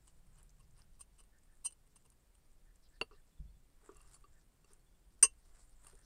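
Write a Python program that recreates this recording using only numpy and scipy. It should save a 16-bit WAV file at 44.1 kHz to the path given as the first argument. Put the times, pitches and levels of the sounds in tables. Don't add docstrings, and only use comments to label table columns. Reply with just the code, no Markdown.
import sys
import numpy as np
from scipy import signal
from scipy.fft import rfft, irfft, next_fast_len
from scipy.io import wavfile
from scipy.ndimage import uniform_filter1d

SR = 44100
rng = np.random.default_rng(int(sys.argv[2]) if len(sys.argv) > 2 else 0)


def int16_out(signal):
    q = np.round(np.clip(np.atleast_2d(signal).T, -1, 1) * 32767)
    wavfile.write(sys.argv[1], SR, q.astype(np.int16))


N = 267059


def amp(db):
    return 10 ** (np.asarray(db) / 20)


def unit_rms(x):
    return x / np.sqrt(np.mean(x ** 2) + 1e-20)


def add(mix, start_s, peak_db, sound):
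    part = mix[round(start_s * SR):][:len(sound)]
    part += (amp(peak_db) * sound / abs(sound).max())[:len(part)]


def noise(count, spectrum):
    size = next_fast_len(count)
    hz = np.fft.rfftfreq(size, 1 / SR) + 1
    return unit_rms(irfft(rfft(rng.standard_normal(size)) * spectrum(hz), size)[:count])


def humps(bands):
    return lambda hz: sum(amp(db) * np.exp(-2 * ((hz - centre) / width) ** 2)
                          for centre, width, db in bands)


# frequency in Hz, relative level in dB.
HISS_SPECTRUM = [(8.8, -31), (15, 3.5), (48, -12.5), (181, -25), (273, -26.5), (355, -27.5), (411, -29.5),
                 (1110, -37), (7920, -46), (15100, -45), (16500, -56.5)]
# time in seconds, level in dB.
DRONE_LEVELS = [(0, -77), (.35, -72.5), (.81, -72.5), (1.1, -82.5), (3.3, -85.5), (3.44, -69), (3.77, -89),
                (4.08, -77.5), (4.8, -80), (5.4, -90), (6.05, -76.5)]
RUMBLE_LEVELS = [(0, -65.5), (1, -63.5), (2.05, -75.5), (2.68, -62.5), (3.44, -70.5), (4.05, -63),
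                 (4.55, -72.5), (5.2, -64.5), (6.05, -65)]


def room_tone():
    t = np.arange(N) / SR
    hiss_hz, hiss_db = np.transpose(HISS_SPECTRUM)
    shape = lambda hz: amp(np.interp(np.log(hz), np.log(hiss_hz), hiss_db))
    mic_lift = humps([(8500, 2100, -4.5)])
    hiss = amp(-67.5) * noise(N, lambda hz: shape(hz) * (1 + mic_lift(hz)))
    drone = amp(np.interp(t, *np.transpose(DRONE_LEVELS))) * noise(N, humps([(134, 86, 0)]))
    rumble = amp(np.interp(t, *np.transpose(RUMBLE_LEVELS))) * noise(N, humps([(26.8, 50, 0)]))
    return hiss + drone + rumble


# time of peak in seconds, swell in seconds, fade in seconds,
# treble level in dB, mid over treble in dB.
MOVES = [(.08, .09, 0.081, -72.5, -9), (.42, .22, 0.069, -79, 2.5), (.8, .06, .08, -73, -0.5),
         (3.86, .12, 0.54, -77.5, 2), (4.03, 0.15, 0.12, -76.5, -9), (4.14, 0.16, 0.067, -69.5, -6.5),
         (4.721, .11, 0.057, -72, -4), (5.6, .26, 0.15, -70, -5.5), (5.88, .13, 0.16, -68, -3),
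         (6.05, .07, .07, -71.5, -7)]
REST_TREBLE_DB, REST_MID_DB, SWELL_DEPTH_DB = -85, -92, 16.5


def movement_gains():
    t = np.arange(N) / SR
    treble_power, mid_power = amp(REST_TREBLE_DB) ** 2, amp(REST_MID_DB) ** 2
    for peak_s, swell_s, fade_s, treble_db, mid_db in MOVES:
        distance = np.maximum((peak_s - t) / swell_s, (t - peak_s) / fade_s)
        power = amp(treble_db - SWELL_DEPTH_DB * distance) ** 2
        treble_power += power
        mid_power += amp(mid_db) ** 2 * power
    return np.sqrt(treble_power), np.sqrt(mid_power)


# centre in Hz, width in Hz, relative level in dB.
TREBLE_BANDS = [(7700, 1500, -1.5), (9000, 1300, -1), (5200, 2200, -6), (11550, 3500, -13.5)]
MID_BANDS = [(1100, 1100, 2), (2440, 4000, -5)]


def cream_rustle():
    grains = amp(2.4 * np.minimum(rng.exponential(1, N // 128 + 1), 5))
    crackle = unit_rms(uniform_filter1d(np.repeat(grains, 128)[:N], size=90))
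    clumps = uniform_filter1d(rng.standard_normal((len(TREBLE_BANDS), N // 512 + 1)), size=3)
    treble = np.zeros(N)
    for (centre_hz, width_hz, db), clump in zip(TREBLE_BANDS, clumps):
        flicker_db = 6.5 * np.interp(np.arange(N) / 512, np.arange(len(clump)), clump)
        treble += amp(db + flicker_db) * noise(N, humps([(centre_hz, width_hz, 0)]))
    mid = noise(N, humps(MID_BANDS))
    treble_gain, mid_gain = movement_gains()
    return crackle * (treble_gain * unit_rms(treble) + mid_gain * mid)


def ring(modes_hz, modes, tilt_db_oct, rise_cycles, t60_scale=1):
    hz = np.array(modes_hz)[:, None]
    db, t60_s = np.transpose(modes)[:, :, None]
    t = np.arange(round(t60_scale * SR / 8)) / SR
    gain = amp(db + tilt_db_oct * np.log2(hz / 6000))
    rise = 1 - np.exp(-t * hz / rise_cycles)
    decay = amp(-60 * t / (t60_scale * t60_s))
    return (gain * rise * decay * np.sin(2 * np.pi * hz * t)).sum(0)


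# level in dB, T60 in seconds.
SPOON_HZ = [2973, 4155, 5952, 7052, 7420, 8622, 8848, 9040, 10228, 10620, 12930, 14510]
SPOON_MODES = [(-21.5, .1), (-29.5, .08), (-10.5, 0.0845), (-31, 0.086), (-25, 0.09), (-11.5, .07),
               (1, .062), (-28.5, .06), (-22.5, 0.055), (-40, 0.052), (-35, .06), (-45, .04)]
CUP_HZ = [330, 443, 680, 1068, 1180, 2116, 2734, 4918, 5227, 5534, 5835, 6394, 6842, 7833, 8236, 8322, 8431,
          9362, 9911, 12460]
CUP_MODES = [(-23, 0.05), (-21, 0.06), (-27, 0.021), (-15.5, 0.055), (-18, 0.066), (-36.5, 0.088),
             (-13, 0.099), (-9.5, 0.052), (-28.5, 0.067), (-37, .052), (-17, 0.05), (-16, .095),
             (-21, 0.049), (-34.5, 0.052), (-18, .07), (-2, 0.066), (-11.5, .06), (-21.5, .044),
             (-40.5, .06), (-32, 0.043)]


def spoon_on_cup(spoon_db, tilt_db_oct, t60_scale=1, contact_db=0):
    mode_db, t60_s = np.transpose(SPOON_MODES)
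    weighted_modes = np.transpose([mode_db + contact_db, t60_s])
    cup = ring(CUP_HZ, CUP_MODES, tilt_db_oct, rise_cycles=8, t60_scale=t60_scale)
    spoon = ring(SPOON_HZ, weighted_modes, tilt_db_oct, rise_cycles=9.6, t60_scale=t60_scale)
    return cup + amp(spoon_db) * spoon


# start in seconds, peak in dB, length in seconds,
# spoon over cup in dB, tilt in dB per octave.
SCRAPES = [(0.069, -54.5, 0.021, 4, -7), (.26, -63, 0.022, -5, -13), (0.366, -56.5, 0.043, 8, -7.5),
           (0.59, -60, 0.029, -4, -9.5), (0.762, -55.5, 0.061, 5, -4.5), (0.989, -42, 0.042, 5, 2),
           (1.176, -50, 0.045, 6, -6.5), (1.234, -59, 0.0092, 1, -4), (1.639, -28, .034, 10.5, 4.5),
           (1.7, -51.5, 0.013, 6, 13), (1.723, -52, 0.00143, 10, -2), (1.858, -64.5, 0.024, -12, -11),
           (1.953, -53.5, 0.021, 2, -2), (2.043, -59, 0.028, -14, -9), (2.108, -60, .03, 5, -3),
           (2.338, -59, 0.027, 5, 10)]
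DRAGGED_TIP_DB = [6.5, 6, -6.5, 6.5, 2.5, 3.5, -2.5, -17, 7, 9, 1, -4]
FIRM_STROKE_DB, SLIP_SPREAD_DB = -50, 3.5
CREAM_T60_SCALE, T60_SCALE_PER_DB = .48, .01


def spoon_scrapes():
    out = np.zeros(N)
    grit_spectrum = humps([(8930, 1570, 6), (4940, 3800, -8), (2900, 440, -3.5),
                           (1076, 264, 3.5), (13300, 5300, -16)])
    for start_s, peak_db, length_s, spoon_db, tilt_db_oct in SCRAPES:
        count, force_db = round(length_s * SR), peak_db - FIRM_STROKE_DB
        slip_db = SLIP_SPREAD_DB * np.minimum(rng.exponential(1, 100), 4)
        stroke = signal.windows.tukey(count, .9) * amp(np.repeat(slip_db, SR // 1000)[:count])
        slips = stroke * rng.standard_normal(SR // 10)[:count]
        t60_scale = CREAM_T60_SCALE + T60_SCALE_PER_DB * force_db
        body = spoon_on_cup(spoon_db, tilt_db_oct, t60_scale, DRAGGED_TIP_DB)
        sound = signal.fftconvolve(slips, body)
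        grit = stroke * noise(SR // 10, grit_spectrum)[:count]
        sound[:count] += amp(-.65 * force_db) * sound[:count + 300].std() * grit
        add(out, start_s, peak_db, sound)
    return out


# start in seconds, peak in dB, centre in Hz.
TICKS = [(0.406, -61, 9000), (0.43, -53.5, 9700), (0.494, -56.5, 6460), (0.504, -61, 7740),
         (0.7094, -65, 7710), (0.819, -58.5, 5000), (1.385, -62, 7500), (2.1018, -55, 9500),
         (2.7584, -59, 8300), (3.85, -61, 8650), (3.919, -59, 7400), (3.947, -58, 7700),
         (3.968, -51.5, 8840), (4.0152, -55, 9400), (4.646, -59, 7650), (4.7336, -49.5, 8800),
         (5.8378, -60, 8080), (5.8693, -44.5, 9600), (5.9534, -53, 8450)]
TICK_WIDTH_OCT, TICK_T60_S, TICK_CUTOFF_HZ = .27, .013, 10300


def dry_ticks():
    out, t = np.zeros(N), np.arange(SR // 4) / SR
    for start_s, peak_db, centre_hz in TICKS:
        bell = lambda hz: np.exp(-.5 * (np.log2(hz / centre_hz) / TICK_WIDTH_OCT) ** 2)
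        puff = noise(len(t), lambda hz: bell(hz) / (1 + (hz / TICK_CUTOFF_HZ) ** 8))
        add(out, start_s, peak_db, puff * amp(-60 * t / TICK_T60_S))
    return out


# length in seconds, start pitch in Hz, end over start pitch, width in Hz.
LOW_CALL_SHAPE = (0.089, 1730, .975, 420)
CHIRP_SHAPE = (.065, 5300, .71, 1500)
PEEP_SHAPE = (.036, 3470, 1, 160)
HIGH_PEEP_SHAPE = (0.034, 4350, 1, 150)
# start in seconds, peak in dB before the mix gain.
LOW_CALLS = [(1.312, -76.5), (1.47, -79.5), (2.645, -80), (2.899, -74.5), (3.129, -78), (4.318, -78),
             (5.959, -76.5)]
CHIRPS = [(2.819, -73), (2.929, -75), (3.114, -74.5)]
PEEPS = [(3.21, -85.5), (3.307, -82), (3.37, -79.5), (3.463, -84), (3.537, -83), (4.858, -82), (4.94, -85),
         (5.027, -89)]
HIGH_PEEPS = [(3.483, -84), (4.788, -87)]


def birds():
    out = np.zeros(N)
    kinds = [(LOW_CALL_SHAPE, LOW_CALLS), (CHIRP_SHAPE, CHIRPS),
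             (PEEP_SHAPE, PEEPS), (HIGH_PEEP_SHAPE, HIGH_PEEPS)]
    for (length_s, start_hz, glide, width_hz), calls in kinds:
        count = round(length_s * SR)
        phase = 2 * np.pi * np.cumsum(np.linspace(start_hz, start_hz * glide, count)) / SR
        blur = humps([(0, width_hz, 0)])
        for start_s, peak_db in calls:
            in_phase, quadrature = (noise(SR // 5, blur)[:count] for _ in range(2))
            whistle = in_phase * np.cos(phase) + quadrature * np.sin(phase)
            add(out, start_s, peak_db, whistle * signal.windows.tukey(count, .5))
    return out


# level in dB, T60 in seconds.
SAUCER_HZ = [150, 250, 447, 620, 781, 1007, 1308, 1680, 2169, 2751, 4527, 5324, 6842, 8333, 8909, 9450]
SAUCER_MODES = [(-16.5, 0.029), (-19, 0.052), (-9, 0.044), (-8, 0.027), (-9, 0.03), (-6.5, 0.03),
                (-0.5, 0.012), (-22, 0.029), (-13.5, 0.017), (-1.5, 0.0251), (-11, 0.034), (-18.5, .02),
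                (-20, 0.025), (-32.5, 0.018), (-26, 0.027), (-26.5, 0.077)]
CUP_BOTTOM_HZ = [340, 400, 1160, 1250, 3050]
CUP_BOTTOM_MODES = [(-8.5, 0.033), (-1.5, 0.043), (1, 0.032), (-15.5, 0.086), (-26, 0.022)]
# start in seconds, peak in dB, tilt in dB per octave, seconds for the chatter
# to fall 30 dB, cup bottom over saucer in dB.
KNOCKS = [(3.0131, -24, -0.33, 0.0024, -11), (3.111, -55.5, -3, 0.075, 4.5), (3.831, -64.5, -12, 0.11, 20),
          (3.891, -44.5, -1, 0.016, 26), (3.909, -55.5, -8, 0.081, 1), (3.955, -63, 1, 0.13, 7),
          (4.004, -59.5, 6, 0.044, 12), (4.045, -66.5, 0, .08, 8), (4.142, -55, 16, 0.016, 17),
          (4.164, -63, 1, 0.023, 12), (4.24, -54, 3.5, 0.016, 15), (4.644, -60, 1, 0.0069, 6.5),
          (4.702, -65, -10, 0.14, 13), (5.867, -53, 2.5, .003, 7.5), (5.931, -56.5, -13.5, 0.041, -4.5)]


def cup_knocks():
    out, t = np.zeros(N), np.arange(SR // 8) / SR
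    for start_s, peak_db, tilt_db_oct, chatter_s, bottom_db in KNOCKS:
        contact = rng.standard_normal(len(t)) * amp(-19 - 30 * t / chatter_s)
        contact[0] = 1
        saucer = ring(SAUCER_HZ, SAUCER_MODES, tilt_db_oct, rise_cycles=.98)
        bottom = ring(CUP_BOTTOM_HZ, CUP_BOTTOM_MODES, tilt_db_oct, rise_cycles=1.3)
        add(out, start_s, peak_db, signal.fftconvolve(contact, saucer + amp(bottom_db) * bottom))
    return out


# level in dB, T60 in seconds.
TABLE_HZ = [48, 68, 150]
TABLE_MODES = [(-2.5, 0.45), (-7, 0.35), (-2.5, 0.079)]
RELEASE_S, PUSH_S, BUMP_PEAK_DB = 3.403, .012, -38.5


def table_bump():
    out, t = np.zeros(N), np.arange(SR // 4) / SR
    wobble = sum(amp(db - 60 * t / t60_s) * np.cos(2 * np.pi * hz * t)
                 for hz, (db, t60_s) in zip(TABLE_HZ, TABLE_MODES))
    push = wobble[0] * np.linspace(0, 1, round(PUSH_S * SR)) ** 2
    add(out, RELEASE_S - PUSH_S, BUMP_PEAK_DB, uniform_filter1d(np.r_[push, wobble], size=60))
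    return out


# start in seconds, peak in dB, spoon over cup in dB,
# tilt in dB per octave, crack gain in dB.
BOUNCES = [(5.226, -28, 3, -0.4, -15), (5.2265, -7.5, 3.5, 2.5, -15.5), (5.2309, -16.5, -6, -3, -23),
           (5.2373, -17, -4.5, -0.5, -18), (5.2474, -27, -6, -0.9, -11.5), (5.255, -29.5, -3.5, 4.5, -15.5)]
CRACK_RISE_S, CRACK_T60_S = .0006, .033
SINK_START_S, SINK_LENGTH_S, SINK_DB = 5.2575, .0045, -6.5


def spoon_drop():
    out, t = np.zeros(N), np.arange(round(SR / 8)) / SR
    crack_spectrum = humps([(7900, 2000, -3), (1740, 2200, -1.5), (552, 430, -11.5), (15000, 2100, -19)])
    crack_envelope = (1 - np.exp(-t / CRACK_RISE_S)) * amp(-60 * t / CRACK_T60_S)
    for start_s, peak_db, spoon_db, tilt_db_oct, crack_db in BOUNCES:
        crack = amp(crack_db) * crack_envelope * noise(len(t), crack_spectrum)
        add(out, start_s, peak_db, spoon_on_cup(spoon_db, tilt_db_oct) + crack)
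    sunk = np.clip((np.arange(N) / SR - SINK_START_S) / SINK_LENGTH_S, 0, 1)
    return out * amp(SINK_DB * sunk)


def reflections(x, early_t60_s=.06, late_t60_s=.15):
    taps, t = np.zeros(SR // 4), np.arange(SR // 4) / SR
    slots = np.arange(60, len(taps) - 20, 20)
    taps[slots + rng.integers(0, 20, len(slots))] = rng.choice([-1., 1.], len(slots))
    taps *= amp(-60 * t / early_t60_s) + amp(-24 - 60 * t / late_t60_s)
    return signal.fftconvolve(x, taps / np.linalg.norm(taps))[:N]


def scene():
    near = spoon_scrapes() + dry_ticks() + cup_knocks() + table_bump() + spoon_drop()
    far = birds()
    reflected = reflections(amp(-13) * near + amp(-1) * far)
    return (near + amp(3.5) * far + reflected + cream_rustle() + room_tone())[None]


BAND_LIMIT_HZ = 15800


def record(dry):
    lowpass = signal.firwin(511, BAND_LIMIT_HZ, window=("kaiser", 9), fs=SR)
    return signal.oaconvolve(dry, lowpass[None], "same")


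dry = scene()
out = record(dry)
int16_out(out)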